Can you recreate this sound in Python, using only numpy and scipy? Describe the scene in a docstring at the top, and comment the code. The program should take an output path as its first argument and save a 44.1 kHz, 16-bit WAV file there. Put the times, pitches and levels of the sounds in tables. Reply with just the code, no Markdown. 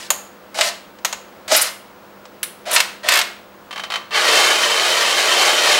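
"""A power drill turns the shaft of a steel hand grinder on a kitchen worktop, over a soft room hum.
First comes a faint, brief scraping rattle, then four short pulls of the trigger: the chuck (the drill's
clamp) clinks on the shaft and spins in the hand, clicking and scraping. The first beans crack one by one.
From about 4 s the drill grinds steadily: beans crunch, the loaded motor whines
and the wobbling shaft rubs, making the grinder's steel tube ring."""
import sys
import numpy as np
from scipy import signal
from scipy.fft import rfft, irfft
from scipy.io import wavfile
from scipy.ndimage import uniform_filter1d

SR = 44100
rng = np.random.default_rng(int(sys.argv[2]) if len(sys.argv) > 2 else 0)


def master(y):
    """Save y as 16-bit WAV."""
    cut = np.clip(np.atleast_2d(y).T, -1, 1)
    pcm = np.round(cut * 32767)  # scale
    wavfile.write(sys.argv[1], SR, pcm.astype(np.int16))


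N = 255339
T = np.arange(N) / SR

# tone colour of breaking beans: (frequency [Hz], level [dB])
BEAN_SPECTRUM = [(120, -32), (250, -19), (330, -7.5), (450, -3), (620, 1.5), (900, -2), (2000, 1.5),
                 (3500, -2), (4400, -2), (6000, -7), (8000, -13), (10500, -18.5), (12500, -23.5),
                 (15500, -29.5)]
GRIND_START_S = 4.107


def undb(db):
    """Turn decibels into a gain."""
    return 10 ** (np.asarray(db) / 20)


def unit(x):
    """Scale to an average (rms) level of 1."""
    return x / np.sqrt(np.mean(x ** 2))


def noise(size=N):
    """White noise."""
    return rng.standard_normal(size)


def walk(rate):
    """A smooth random wander of size about 1, with `rate` changes a second."""
    knots = noise(4096)
    path = np.interp(T * rate, np.arange(len(knots)), knots)
    return unit(uniform_filter1d(path, max(1, int(SR / rate / 2))))


def band(x, lo_hz, hi_hz):
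    """Keep what lies between two frequencies."""
    sos = signal.butter(3, [lo_hz, min(hi_hz, SR / 2 - 1)], "band", fs=SR, output="sos")
    return signal.sosfilt(sos, x + 1e-18)


def ring(x, hz, width_hz):
    """One resonance, gain 1 at its centre."""
    return signal.lfilter(*signal.iirpeak(hz, hz / width_hz, fs=SR), x + 1e-18)


def colour(x, points, size=4096):
    """Shape the tone along points of (frequency [Hz], level [dB])."""
    hz, db = np.transpose(points)
    gain = undb(np.interp(np.log(np.fft.rfftfreq(size, 1 / SR) + 1), np.log(hz), db))
    cepstrum = irfft(np.log(gain))
    cepstrum[1:size // 2] *= 2  # folded so that nothing rings before it is struck
    cepstrum[size // 2 + 1:] = 0
    return signal.fftconvolve(x, irfft(np.exp(rfft(cepstrum))))[:len(x)]


def rise(start, attack_s):
    """A straight rise from 0 to 1."""
    return np.clip((T - start) / attack_s, 0, 1)


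def fade(t60, size=N):
    """A decay that falls 60 dB in t60 seconds."""
    return np.exp(-np.log(1000) * T[:size] / t60)


def add(track, s, sound):
    """Mix a sound into a track at s seconds."""
    i = max(0, int(s * SR))
    track[i:i + len(sound)] += sound[:N - i]


def grains(rate, scatter_db):
    """Tiny random impacts of uneven size, about `rate` a second."""
    hits = rng.random(N) < rate / SR
    return unit(hits * np.sign(noise()) * undb(scatter_db * np.clip(noise(), -2, 2)))


def tones(lines, drift_hz, drift_rate):
    """Pure tones of (frequency [Hz], level [dB]) whose pitch wanders a little."""
    out = np.zeros(N)
    for hz, db in lines:
        phase = 2 * np.pi * np.cumsum(hz + drift_hz * walk(drift_rate)) / SR
        out += np.sqrt(2) * undb(db) * np.sin(phase)
    return out


def burst(lo_hz, hi_hz, t60, size=16384):
    """A dying puff of noise, even across its band."""
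    envelope = fade(t60, size)
    spectrum = rfft(noise(size) * envelope)
    even = irfft(spectrum / np.abs(spectrum)) * np.sqrt(envelope)
    return unit(band(even, lo_hz, hi_hz)) * np.sqrt(np.mean(envelope ** 2))


def background():
    """Fan-like room air, appliance hum with a thin electronic whistle, and a faint hiss."""
    # tone colour of the room air: (frequency [Hz], level [dB])
    air_spectrum = [(15, -49), (25, -20), (139, -15), (186, -8.5), (438, -7.5), (515, -5.5), (790, -9),
                    (1060, -8.5), (1180, -10.5), (1350, -10), (1960, -17), (4380, -25.5), (10900, -36.5),
                    (12800, -30.5), (15000, -58)]
    # hum and whistle: (frequency [Hz], level [dB])
    hum_tones = [(99.6, -68.5), (199.2, -54.5), (349.9, -57.5), (500.4, -55), (600, -60.5), (15638, -59)]
    air = unit(colour(noise(), air_spectrum)) * undb(-44 + 0.5 * walk(15))
    hum = tones(hum_tones, drift_hz=1, drift_rate=12)
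    hiss = undb(-70) * unit(band(noise(), 12400, 13200))
    return air + hum + hiss


def kitchen(x, size=32768):
    """Add echoes from worktop, wall and appliances; they shift as hand and drill move."""
    t, echoes = T[:size], 0
    pose = 2 * np.pi * 3 * T + walk(6)
    for share in (np.cos(pose), np.sin(pose)):  # blend two echo patterns
        near = noise(size) * (rng.random(size) < 0.15) * fade(0.033, size) * (t > 0.001)
        low_tail = band(noise(size), 150, 3500) * fade(0.47, size)
        high_tail = undb(-1) * band(noise(size), 3500, 16000) * fade(0.37, size)
        tail = (low_tail + high_tail) * (t > 0.008)
        response = (undb(-7.5) * unit(near) + undb(-10.5) * unit(tail)) / np.sqrt(size)
        echoes = echoes + signal.fftconvolve(x * share, response)[:N]
    return undb(-1) * (x + echoes)


def burr_load():
    """How hard the burrs (the grinding teeth) work: hardest as the first beans are drawn in."""
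    # load on the burrs: (time [s], level [dB])
    load_curve = [(4.2, -15.5), (4.37, -14), (4.6, -18), (5.0, -17.5), (5.599, -16)]
    s, db = np.transpose(load_curve)
    return rise(GRIND_START_S, attack_s=0.058) * undb(np.interp(T, s, db))


def motor_whine():
    """The loaded motor sings as long as the burrs are crushing."""
    # motor and gears at full load: (frequency [Hz], level [dB])
    whine_tones = [(358.3, -39), (454.6, -34.5), (597.4, -33), (650, -36.5), (834, -47), (1137, -31),
                   (1592, -39)]
    load = burr_load()
    return tones(whine_tones, drift_hz=4.89, drift_rate=40) * load / load.max()


def skids(size=8192):
    """The chuck's steel jaws stick and slip on the shaft in short, bright scrapes."""
    # scrapes: (time [s], length [s], level [dB], squeal [Hz])
    scrapes = [(0.63, 0.061, -25, 4570), (1.519, 0.045, -17.5, 5030), (1.564, 0.013, -12.5, 11100),
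               (1.614, 0.013, -12.5, 9600), (2.712, 0.0057, -20, 9500), (2.73, 0.026, -16.5, 9800)]
    out = np.zeros(N)
    for s, length, db, hz in scrapes:
        envelope = np.exp(-np.maximum(T[:size] - length, 0) / 0.0039)
        squeal = unit(ring(band(noise(size), 2700, 17400), hz, width_hz=2700))
        add(out, s, undb(db) * envelope * squeal)
    return out


def knock(thud_db, treble_db, t60, thud_t60):
    """A hard contact: a thud of the housing, a crack and a bright edge."""
    crack = burst(1280, 4740, t60) + undb(-7) * burst(4800, 8400, t60)
    thud = undb(thud_db) * burst(560, 1235, thud_t60)
    return thud + crack + undb(treble_db) * burst(7000, 14700, t60)


def clinks():
    """The jaws strike the shaft, which rings high and bright."""
    # strikes: (time [s], level [dB], thud [dB], treble [dB], ring pitch [Hz], ring [dB], ring fade [s])
    # thud, treble and ring are relative to the level
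    strikes = [(0.1034, -11, -2, 0.5, 6800, 2.5, 0.31), (1.048, -10.5, -6, -7.5, 6460, -3.5, .12),
               (1.127, -18.5, -2.5, -12.5, 6800, -4.5, .1), (2.4302, -16.5, -27, 0, 9820, -0.5, 0.23)]
    out = np.zeros(N)
    for s, db, thud_db, treble_db, hz, ring_db, t60 in strikes:
        add(out, s, undb(db - 3) * knock(thud_db, treble_db, t60=0.076, thud_t60=0.064))
        shimmer = burst(hz - 380, hz + 380, t60=0.052) + undb(-22) * burst(hz - 200, hz + 200, t60)
        add(out, s, undb(db + ring_db) * shimmer)
    return out


def ratchet(tooth_gap_s=0.0172):
    """A catch in the chuck clicks over its teeth as the hand holds the sleeve."""
    # snaps: (time [s], teeth jumped [count], level [dB], relative thud [dB], relative treble [dB])
    snaps = [(0.5872, 1, -8.5, -2.5, -17), (0.6102, 1, 0.5, -25, -19), (0.9867, 1, -36, 0, -25),
             (1.4795, 1, -19.5, -8, -10), (1.515, 1, -7, 0, -24), (1.5489, 1, -3, -8.5, -17),
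             (1.5682, 1, -11, -25, -13), (2.2537, 1, -31.5, 0, -24), (2.762, 1, 1.5, -12, -20),
             (2.8026, 1, 0, -16, -11), (3.0873, 1, 1, -18, -10), (3.1209, 5, -5.5, -28, -6.5),
             (3.2138, 1, -6, -31, -18)]
    out = np.zeros(N)
    for s, teeth, db, thud_db, treble_db in snaps:
        for k in range(round(teeth)):
            click = knock(thud_db, treble_db, t60=0.054, thud_t60=0.065)
            add(out, s + k * tooth_gap_s, undb(db - 7) * click)
    return out


def trigger_pull(start, grip, release, rattle_db, growl_db, hiss_db):
    """Gains of rattle, growl and hiss: they sag as the trigger is eased once the jaws grip."""
    free_spin_db, release_s = -33.5, 0.019
    rattle_sag_db_per_s, growl_sag_db_per_s = 63, 65
    held = (T >= start) * np.exp(-np.maximum(T - release, 0) / release_s)
    gripped_s = np.maximum(T - grip, 0)
    drag_db = np.interp(T, [start, grip], [free_spin_db, rattle_db])
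    rattle = held * undb(drag_db - rattle_sag_db_per_s * gripped_s)
    growl = held * rise(start, attack_s=0.023) * undb(growl_db - growl_sag_db_per_s * gripped_s)
    return rattle, growl, rattle * undb(hiss_db)


def drill():
    """On each pull the gears rattle, the chuck hisses in the hand and the motor growls."""
    # trigger pulls; the first row is only a faint dying rattle:
    # (start [s], jaws grip [s], release [s], rattle at grip [dB], growl [dB], relative hiss [dB])
    pulls = [(0.0, 0.03, 0.067, -37.5, -47, -0.5), (.545, 0.617, .69, -21.5, -26.5, -2),
             (1.481, 1.532, 1.677, -16.5, -32, -1), (2.655, 2.754, 2.795, -16.5, -26.5, -5.5),
             (3.032, 3.12, 3.206, -13, -25.5, -7.5)]
    # tone colour of the gears: (frequency [Hz], level [dB])
    gear_spectrum = [(88, -58), (150, -25.5), (359, -8), (595, -9), (948, -0.5), (2020, 2), (2700, 0),
                     (4390, -1), (6230, -6.5), (7270, -8), (12000, -18.5), (15500, -32)]
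    stall_s, stall_length_s = 1.527, 0.0079  # the jaws seize once and jolt the motor
    rattle, growl, hiss = np.sum([trigger_pull(*row) for row in pulls], axis=0)
    growl = growl + undb(-12) * np.exp(-np.abs(T - stall_s) / stall_length_s)
    teeth = colour(grains(6000, scatter_db=4), gear_spectrum)
    gears = undb(-0.44) * rattle * unit(band(teeth, 370, 4600))
    chuck = hiss * unit(band(teeth, 4270, 17000))
    housing = unit(ring(ring(grains(1500, scatter_db=1.5), 643, 180), 643, 180))
    handle = unit(band(grains(1200, scatter_db=1.5), 240, 510)) * growl  # shaken most in the stall
    return gears + chuck + growl * (undb(-1.9) * housing + undb(2.5) * handle)


def tube(x):
    """The grinder's steel tube rings when it is shaken."""
    # resonances: (frequency [Hz], width [Hz], level [dB])
    resonances = [(1180, 106, -8.5), (3077, 52, -3.5), (3740, 88, -12), (4226, 81, -13), (4440, 53, -16)]
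    return sum(undb(db) * ring(x, hz, width) for hz, width, db in resonances)


def shaft_rubs(size=4096):
    """Each rub of the wobbling shaft makes the tube's main note swell and die away."""
    start_s, rubs_per_s, jitter_s, tube_hz = 4.17, 20, 0.006, 3104
    swell = T[:size] / 0.0097  # 1 at the peak of a rub
    envelope = (swell * np.exp(1 - swell)) ** 1.4
    out = np.zeros(N)
    for s in np.arange(start_s, T[-1], 1 / rubs_per_s):
        late, force, detune = noise(size=3)
        tone = np.sin(2 * np.pi * (tube_hz + 12 * detune) * T[:size])
        add(out, min(s + jitter_s * late, T[-1]), undb(-19.5 + 2.5 * force) * envelope * tone)
    return out


def first_beans(gap_s=0.0183, growth_db=1):
    """The burrs break single beans, in runs of cracks that grow louder and ring the tube."""
    # runs of cracks: (time [s], cracks [count], level at the end [dB])
    runs = [(3.709, 2, -16.5), (3.759, 3, -13.5), (3.836, 1, -11.5), (3.902, 4, -7.5), (4.108, 1, -19)]
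    force = np.zeros(N)
    for s, cracks, db in runs:
        count = round(cracks)
        for k in range(count):
            crack = burst(600, 3800, t60=0.092) + undb(-2.5) * burst(5000, 15700, t60=0.11)
            add(force, s + k * gap_s, undb(db - growth_db * (count - 0.5 - k)) * crack)
    return undb(-11) * colour(force, BEAN_SPECTRUM) + undb(2.5) * tube(force)


def grinding():
    """Thousands of tiny bean fractures a second shake the grinder and ring its tube."""
    filled = np.sqrt(rise(GRIND_START_S, attack_s=0.24))  # body and grit grow as the burrs fill
    feed_db = 0.5 * walk(8.7)  # the beans feed in unevenly
    bite = undb(1.46 * np.tanh(walk(45)))  # the burrs catch them unevenly
    fractures = colour(grains(7000, scatter_db=3.5) * bite, BEAN_SPECTRUM)
    body = filled * undb(-8 + feed_db) * unit(band(fractures, 108, 910))
    crunch = undb(-1) * unit(band(fractures, 975, 4500))
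    grit = filled * undb(-8) * unit(band(fractures, 6300, 18000))
    ringing = undb(-7.5) * unit(tube(grains(4000, scatter_db=5.5) * bite))
    return burr_load() * (body + crunch + grit + ringing)


def scene():
    """Mix the echoing clatter with the steady sounds, the same in both channels."""
    clatter = clinks() + ratchet() + skids() + drill() + first_beans() + grinding()
    mono = kitchen(clatter) + shaft_rubs() + motor_whine() + background()
    return np.array([mono, mono])


def record(dry):
    """Flatten the loudest peaks and cut the highest treble."""
    top_hz = 15800
    low_pass = signal.ellip(10, 0.2, 60, top_hz, fs=SR, output="sos")
    return signal.sosfilt(low_pass, np.clip(dry, -1, 1))


dry = scene()
out = record(dry)
master(out)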